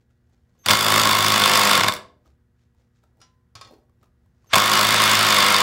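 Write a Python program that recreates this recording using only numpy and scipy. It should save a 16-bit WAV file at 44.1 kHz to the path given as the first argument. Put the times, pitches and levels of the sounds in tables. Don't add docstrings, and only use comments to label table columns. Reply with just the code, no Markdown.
import sys
import numpy as np
from scipy import signal
from scipy.fft import rfft, irfft, next_fast_len
from scipy.io import wavfile
from scipy.ndimage import uniform_filter1d

SR = 44100
rng = np.random.default_rng(int(sys.argv[2]) if len(sys.argv) > 2 else 0)


def boost_factor(decibels):
    exponent = np.asarray(decibels, float) / 20
    return 10 ** exponent


def log_audio(samples):
    frames = np.atleast_2d(samples).T
    limited = np.clip(frames, -1, 1)
    pcm = np.round(limited * 32767).astype(np.int16)
    wavfile.write(sys.argv[1], SR, pcm)


N = 247842

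# time_s, blows_so_far
BLOW_COUNT = [
    [(.6934, 0), (.7712, 4), (.8263, 7), (1.0717, 20), (1.3586, 35), (1.554, 45), (1.712, 53), (1.7524, 55),
     (1.7749, 56)],
    [(4.5604, 0), (4.5808, 1), (4.887, 17), (4.9425, 20), (5.0187, 24), (5.3042, 39), (5.404, 44),
     (5.5227, 50), (5.6038, 54)],
]
# time_s, crack_peak_db, body_re_crack_db
SLOW_BLOWS = [
    (0.6596, -14.5, 2),
    (1.8061, -12, 3),
    (1.8338, -15, 14),
    (1.8613, -29, -9),
    (1.8823, -10, 8),
    (4.533, -16, 14.5),
]
# time_s, blow_force_db, bench_lean_db
EFFORT = [
    [(.66, -11, -6), (.71, 5.5, 9.5), (.78, -2.5, -5), (.95, 2.76, 5.5), (1.17, -1, 0.5), (1.3, -0.3, 5.5),
     (1.46, 3, -5), (1.76, 2.4, -2.5), (1.86, -1, 3.5)],
    [(4.53, -15, 2.5), (4.565, 6, 2.5), (4.63, -2.5, -4), (4.75, 2.3, -5), (4.87, -0.8, 2), (4.95, 0.5, 0),
     (5.2, -0.5, 2), (5.37, 1.5, -4), (5.62, 0.7, -5)],
]
# delay_s, crack_db, body_db
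REBOUNDS = [
    (.002, -8, 1),
    (.0035, -15, 1),
    (.0085, -17, -8),
    (.0105, -14, -6),
    (.0132, -15, -3),
    (.0152, -11, -3),
    (.017, -16, -4),
]
# time_s, crack_peak_db, body_re_crack_db
LOOSE_CONTACTS = [(0.665, -19, -6), (0.6847, -7, 5), (0.6883, -26, 19), (0.7038, -19.5, 15.5),
                  (.708, -4, 4.5), (1.795, -16.5, 12.5), (1.843, -18, 11), (1.895, -25.5, 5),
                  (1.922, -20.5, 1), (1.937, -17.5, -2.5), (1.9497, -28.5, 4), (1.964, -31, 6),
                  (1.973, -42, 0), (4.5306, -30, 21.5), (4.542, -10.5, 11.5), (4.555, -7.5, 11)]
# freq_hz, density_db_per_hz
CRACK_SPECTRUM = [(1500, -34.5), (2500, -22.5), (3550, 6), (3900, -18), (4560, 2), (6100, -10), (7000, -6),
                  (9200, -9.5), (13500, -12.5), (15500, -12), (16500, -8.5)]
# freq_hz, density_db_per_hz
BODY_SPECTRUM = [(150, -44.5), (250, -17.5), (449, -23), (624, -16.5), (770, -14), (1070, -3), (1890, -6.5),
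                 (2170, -6.5), (3500, -9.5), (3890, -10), (9000, -24.5), (11700, -44), (19800, -120)]
# freq_hz, width_hz, level_db
TOOL_MODES = [(630, 70, -10), (980, 80, -5), (1090, 65, 1.5), (1330, 110, -5), (1700, 120, -8),
              (2175, 85, 1.8), (2890, 100, -2), (3570, 110, 3), (4400, 150, -7), (4950, 350, -10),
              (5630, 120, -14), (6900, 250, -14), (9160, 300, -19)]
# freq_hz, width_hz, level_db
LEG_MODES = [
    (51.6, 20, -17),
    (108, 30, 1),
]
# freq_hz, width_hz, level_db
TOP_MODES = [(169.4, 35, 0), (197.3, 72, -2.5), (273.3, 40, -6), (299.5, 15, -11.5)]
# freq_hz, width_hz, level_db
BEAM_MODES = [(363.3, 12, -1), (412.5, 31, -20), (494.5, 8.6, -0.5), (664, 320, -6), (890, 370, -3.5),
              (930, 110, -0.5), (1090, 38, 2), (1370, 150, -4), (1590, 270, -19.5)]
# time_s, level_db
RUN = [
    [(.632, -70), (.645, -52), (.657, -41), (.68, -23.5), (.8, -27), (1.4, -21), (1.75, -18.5),
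     (1.86, -26.5), (1.96, -44)],
    [(4.49, -68.5), (4.505, -48), (4.528, -31.5), (4.56, -22), (4.7, -21.5), (5.0, -17), (5.62, -18)],
]
# contact_s, step_up_s, whistle_end_s
TRIGGER = [
    (.588, .641, .659),
    (4.468, 4.498, 4.521),
]
# time_s, peak_db, thump_re_peak_db, ring_0_to_1
CLINKS = [
    (3.203, -51.5, -0.5, 0.6),
    (3.215, -38.5, -19, 0.43),
    (3.553, -29, -9.5, 0.3),
    (3.612, -32, -27, 0.45),
    (3.648, -46.5, -8, 0.8),
    (3.674, -51, -19, 1),
    (3.739, -57, -8, 0.6),
]
# freq_hz, level_db, t60_s
SQUARE_LAID = [(713, -7, 0.07), (1103, 9, 0.095), (1278, 2, .1), (1570, -4, 0.088), (1880, -3, .1),
               (2384, 0, 0.06), (3320, -8, 0.2), (3590, 1.5, 0.098), (4250, -2, 0.15), (4430, 2, .1),
               (4950, 7.5, 0.045), (5674, -3, 0.06), (6970, 1, 0.04), (9000, -9, 0.04)]
# freq_hz, level_db, t60_s
SQUARE_LIFTED = [(1028, -13, 0.6), (1352, 3, 0.049), (1610, -6, 0.17), (2300, -9.5, 0.12),
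                 (2920, -7.5, 0.14), (3980, -14, 0.32), (4340, -5, 0.098), (5028, 1, 0.11), (5690, 0, 0.14),
                 (6800, -9, 0.086), (7140, -10, .12), (8000, -20, 0.086), (8662, -13, .08)]
# time_s, peak_db, pitch_hz
TAPS = [(0.105, -65, 1380), (0.296, -64, 851), (0.552, -63, 1110), (2.259, -53, 1237), (2.748, -63, 894),
        (3.037, -53.5, 1323), (3.171, -60.5, 797), (3.71, -56, 1050), (3.896, -60.5, 1145),
        (4.03, -49.5, 1243), (4.059, -58.5, 1023), (4.26, -61, 1030), (4.444, -55.5, 1090)]
# peak_s, rise_s, fall_s, hiss_db, scrape_db
STROKES = [(.01, .02, .07, -82, -80), (.11, .02, .04, -77, -83), (.346, 0.33, 0.12, -81, -80),
           (.62, .2, .03, -74, -75), (2.268, 0.044, 0.073, -69.5, -67), (2.62, 0.096, .09, -77, -85),
           (2.8, .07, .09, -74.5, -75.5), (2.97, 0.051, .1, -74, -88.5), (3.036, .02, .08, -78.5, -70),
           (3.2, .07, .02, -81, -66), (3.665, 0.029, 0.052, -68, -62.5), (3.716, 0.032, 0.1, -83, -53),
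           (4.034, 0.043, .04, -68.5, -64.5), (4.24, .06, 0.16, -85, -80.5), (4.49, 0.15, .02, -69, -71)]
# freq_hz, density_db_per_hz
AIR_SPECTRUM = [(15, -52), (25, -23), (45, -10.5), (70, 0.5), (120, -9.5), (185, -12), (300, -25),
                (480, -29), (640, -32.5), (1740, -34.5), (2400, -42.5), (9000, -50.5), (16000, -52)]
# time_s, level_db
AIR_LEVEL = [(0, -66), (1.2, -60.5), (2.6, -64.5), (4.4, -63), (5.62, -62)]
# freq_hz, level_db
HUM = [(118.4, -75), (240.5, -79.5), (360.7, -88), (479.1, -89), (1437, -101.5), (1561, -99.5),
       (1680, -100), (1922, -98)]
# freq_hz, t60_s
ROOM_T60 = [(100, .36), (200, .45), (320, .62), (500, .5), (1100, .33), (3000, .31), (7000, .27),
            (14000, .17)]
# time_s, level_re_sound_db
APART = [(0.686, -28), (0.781, -44.5), (0.882, -22), (1.06, -27.5), (1.565, -27), (3.61, -24), (4.72, -19),
         (4.82, -42)]

CRACK_DB, CRACK_FOLLOWS = -11, .6
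PUSH_DB = -14
CRACK_SCATTER_DB, PUSH_SCATTER_DB, JITTER_S = 1.3, 1.6, .00025
SETTLE_S = 0.12
CHIRP_HZ, IDLE_HZ, DRIVE_HZ, DRIFT_HZ, SLEW_S = 7200, 6250, 5700, 120, .004
IDLE_DB, DRIVE_DB, SWELL_DB, IDLE_OCTAVE_DB, DRIVE_OCTAVE_DB = -66, -55, 2.5, -72, -76
CONTACT_S = 0.000075
TICK_DB, TICK_T60_S = -10, .012
STROKE_RANGE_DB = 20
ROOM_DB, BENCH_ROOM_DB = -9.5, -10
TOP_HZ, EDGE_HZ = 15740, 180


def unit(x):
    return x / np.sqrt(np.mean(x ** 2) + 1e-20)


def along(points, hz):
    f, v = np.transpose(points)
    return np.interp(np.log(hz + 1), np.log(f + 1), v)


def level(tables, column=1):
    t = np.arange(N) / SR
    gain = 0
    for rows in tables:
        columns = np.transpose(rows)
        gain = gain + boost_factor(np.interp(t, columns[0], columns[column], -200, -200))
    return gain


def filtered(x, response):
    m = next_fast_len(N + SR // 2)
    return irfft(rfft(x, m) * response(np.fft.rfftfreq(m, 1 / SR)), m)[..., :N]


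def modes(table):
    def response(f):
        total = 0
        for k, (centre_hz, width_hz, db) in enumerate(table):
            damping = 1j * f * width_hz
            total = total + (-1) ** k * boost_factor(db) * damping / (centre_hz ** 2 - f * f + damping)
        return total
    return response


def noise(spectrum):
    return unit(filtered(rng.standard_normal(N), lambda hz: boost_factor(along(spectrum, hz))))


def band(lo_hz, hi_hz):
    return [(lo_hz / 2, -30), (lo_hz, 0), (hi_hz, -6), (hi_hz * 2, -36)]


def spikes(s, db):
    return np.bincount(np.clip(np.round(s * SR).astype(int), 0, N - 1), boost_factor(db), N)


def dying(x, t60):
    return signal.lfilter([1], [1, -boost_factor(-60 / (t60 * SR))], x)


def steady(x):
    return x / np.sqrt(np.abs(uniform_filter1d(x ** 2, size=4000)) + 1e-9)


def blows():
    bursts = []
    for rows in BLOW_COUNT:
        count_s, count = np.transpose(rows)
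        bursts.append(np.interp(np.arange(rows[-1][1] + 1), count, count_s))
    s = np.concatenate(bursts)
    luck = rng.standard_normal((len(s), 3))
    force_db = np.interp(s, *np.concatenate(EFFORT).T[:2])
    crack_db = CRACK_DB + CRACK_FOLLOWS * force_db + CRACK_SCATTER_DB * luck[:, 1]
    push_db = PUSH_DB + force_db + PUSH_SCATTER_DB * luck[:, 2]
    slow_s, slow_db, body_db = np.transpose(SLOW_BLOWS)
    rows = np.c_[[s + JITTER_S * luck[:, 0], crack_db, push_db], [slow_s, slow_db, slow_db + body_db]]
    return rows[:, np.argsort(rows[0])]


def hammer(s, crack_db, push_db):
    luck = rng.standard_normal((len(s), 2, len(REBOUNDS)))
    lag_s, lag_crack_db, lag_body_db = np.transpose(REBOUNDS)
    gap_s = np.diff(s, append=s[-1] + .02)[:, None]
    slack_db = np.where((gap_s > .0235) & (lag_s > .007), -18, 0)
    rebound_s = s[:, None] + lag_s * np.minimum(gap_s, .021) / .019 + .0004 * luck[:, 0]
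    mean_crack_db = uniform_filter1d(crack_db, size=3)[:, None] + slack_db
    mean_push_db = uniform_filter1d(push_db, size=3)[:, None] + slack_db
    rebound_crack_db = mean_crack_db + lag_crack_db + 2 * luck[:, 1]
    rebound_push_db = mean_push_db + lag_body_db + 1.2 * luck[:, 1]

    loose_s, loose_db, loose_body_db = np.transpose(LOOSE_CONTACTS)
    times_s = np.r_[s, loose_s, rebound_s.ravel()]
    cracks_db = np.r_[crack_db, loose_db, rebound_crack_db.ravel()]
    pushes_db = np.r_[push_db, loose_db + loose_body_db, rebound_push_db.ravel()]

    contact = spikes(times_s + .0007, cracks_db)
    snap = dying(contact, t60=.006) - dying(contact, t60=.003)
    clatter = boost_factor(-10) * dying(spikes(times_s + .001, pushes_db), t60=0.014) * noise(BODY_SPECTRUM)
    grit = 1 + .45 * rng.standard_normal(N)
    drive = dying(spikes(times_s + .0014, pushes_db), t60=0.0029) * grit
    ring = boost_factor(11.5) * filtered(drive, modes(TOOL_MODES))
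    return boost_factor(10.0) * snap * noise(CRACK_SPECTRUM) + clatter + ring


def shake(rest_db, mean_db, force_share, lean_share):
    tables = []
    for rows in EFFORT:
        gains = [(s, mean_db + force_share * force + lean_share * lean) for s, force, lean in rows]
        last_s, last_db = gains[-1]
        tables.append(gains + [(last_s + SETTLE_S, last_db + rest_db)])
    return level(tables)


def bench(s):
    even_s = uniform_filter1d(s, size=3)
    s = np.where(np.abs(even_s - s) < .0008, even_s, s)
    blow = spikes(s + 0.00193, 1.5 * rng.standard_normal(len(s)))
    recoil = spikes(s + .0118, 2.5 * rng.standard_normal(len(s)))
    legs = steady(filtered(blow + 0.53 * recoil, modes(LEG_MODES)))
    top = steady(filtered(blow + 0.24 * recoil, modes(TOP_MODES)))
    beam = steady(filtered(blow + 0.57 * recoil, modes(BEAM_MODES)))
    out = shake(rest_db=-10, mean_db=-34, force_share=.1, lean_share=0.86) * legs
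    out += shake(rest_db=-5, mean_db=-34.5, force_share=1, lean_share=.2) * top
    return out + shake(rest_db=-20, mean_db=-25, force_share=1, lean_share=0.027) * beam


def motor():
    resonant = unit(filtered(rng.standard_normal(N), modes(TOOL_MODES)))
    return boost_factor(-2) * level(RUN) * unit(noise(BODY_SPECTRUM) + .5 * resonant)


def whistle():
    t = np.arange(N) / SR
    steps = []
    for on_s, up_s, off_s in TRIGGER:
        steps.append([
            (on_s, CHIRP_HZ, IDLE_DB - 7.5, IDLE_OCTAVE_DB - 7.5),
            (on_s + SLEW_S, IDLE_HZ, IDLE_DB, IDLE_OCTAVE_DB),
            (up_s - SLEW_S, IDLE_HZ + DRIFT_HZ, IDLE_DB + SWELL_DB, IDLE_OCTAVE_DB + SWELL_DB),
            (up_s + SLEW_S / 2, DRIVE_HZ, DRIVE_DB, DRIVE_OCTAVE_DB),
            (off_s, DRIVE_HZ + DRIFT_HZ, DRIVE_DB - 1, DRIVE_OCTAVE_DB - 6)])
    s, hz = np.concatenate(steps).T[:2]
    phase = 2 * np.pi * np.cumsum(np.interp(t, s, hz)) / SR
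    tone = level(steps, column=2) * np.sin(phase)
    octave = level(steps, column=3) * np.sin(2 * phase)
    return boost_factor(1.0) * (tone + octave)


def square():
    out = np.zeros(N + SR)
    t = np.arange(SR // 3) / SR
    s, db, thump_db, ring = np.transpose(CLINKS)
    luck = rng.standard_normal((len(s), len(SQUARE_LAID), 2))
    build = 1 - np.exp(-t / CONTACT_S)
    for i in range(len(s)):
        table = SQUARE_LIFTED if s[i] < 3.4 else SQUARE_LAID
        tones = 0
        for k, (hz, mode_db, t60) in enumerate(table):
            decay = boost_factor(mode_db + 2.15 * luck[i, k, 0] - 60 * t / t60)
            tones = tones + decay * np.sin(2 * np.pi * hz * (1 + 0.0039 * luck[i, k, 1]) * t)
        thump = boost_factor(thump_db[i] - 60 * t / 0.15) * np.sin(2 * np.pi * 110 * t)
        out[round(s[i] * SR):][:len(t)] += boost_factor(db[i]) * (0.34 * ring[i] * tones * build + thump)
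    contact = spikes(s, db)
    edge = 0.21 * noise(band(2420, 10100)) * dying(contact, t60=0.03)
    chatter = 0.14 * noise(band(330, 6000)) * dying(contact, t60=0.2)
    return out[:N] + edge + chatter


def strokes(column):
    tables = []
    for row in STROKES:
        peak_s, rise_s, fall_s = row[:3]
        far_db = row[column] - 2 * STROKE_RANGE_DB
        tables.append([(peak_s - 2 * rise_s, far_db), (peak_s, row[column]), (peak_s + 2 * fall_s, far_db)])
    return level(tables)


def handling():
    out = np.zeros(N + SR)
    t = np.arange(SR // 10) / SR
    for s, db, hz in TAPS:
        rough = uniform_filter1d(rng.standard_normal(len(t)), size=3)
        knock = 0.67 * np.sin(2 * np.pi * hz * t) + 0.17 * rough
        tick = boost_factor(TICK_DB - 60 * t / TICK_T60_S) * rng.standard_normal(len(t))
        out[round(s * SR):][:len(t)] += boost_factor(db) * (boost_factor(-60 * t / 0.035) * knock + tick)
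    grain = boost_factor(3.6 * unit(uniform_filter1d(rng.standard_normal(N), size=150)))
    hiss = strokes(column=3) * unit(grain * noise(band(1200, 7000)))
    scrape = boost_factor(4.5) * strokes(column=4) * unit(grain * noise(band(240, 820)))
    return out[:N] + hiss + scrape


def room(x):
    hz, _, z = signal.stft(rng.standard_normal(SR * 2 // 3), SR, nperseg=256)
    t = _
    decay = boost_factor(-60 * t / along(ROOM_T60, hz)[:, None])
    tail = signal.istft(z * decay, SR, nperseg=256)[1]
    delayed = np.pad(x, (260, 0))
    return signal.fftconvolve(delayed, tail / np.linalg.norm(tail))[:N]


def workshop():
    t = np.arange(N) / SR
    hum = sum(boost_factor(db + 8.0) * np.sin(2 * np.pi * hz * t + k) for k, (hz, db) in enumerate(HUM))
    return level([AIR_LEVEL]) * noise(AIR_SPECTRUM) + hum


def scene():
    struck = blows()

    def low_cut(f):
        return (1j * f / (48 + 1j * f)) ** 3

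    near = filtered(hammer(*struck) + motor() + whistle() + square() + handling(), low_cut)
    wood = filtered(bench(struck[0]), low_cut)
    stir = unit(uniform_filter1d(rng.standard_normal(N), size=900))
    walls = room(boost_factor(ROOM_DB) * near + boost_factor(BENCH_ROOM_DB) * stir * wood)
    mono = near + wood + walls + workshop()
    return np.array([mono, mono])


def top_cut(x):
    return signal.sosfilt(signal.butter(12, 16680, fs=SR, output="sos"), x)


def record(dry):
    t = np.arange(N) / SR
    clipped = dry / (1 + np.abs(dry) ** 6) ** (1 / 6)
    apart = sum(boost_factor(db) * np.clip(1.5 - np.abs(t - s) / .018, 0, 1) for s, db in APART)
    difference = apart * np.roll(clipped[0], 97) * [[1], [-1]]

    def band_limit(hz):
        return np.cos(np.pi / 2 * np.clip((hz - TOP_HZ) / EDGE_HZ, 0, 1)) ** 2

    mix = filtered(clipped + difference, band_limit)
    return top_cut(mix)


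dry = scene()
out = record(dry)
log_audio(out)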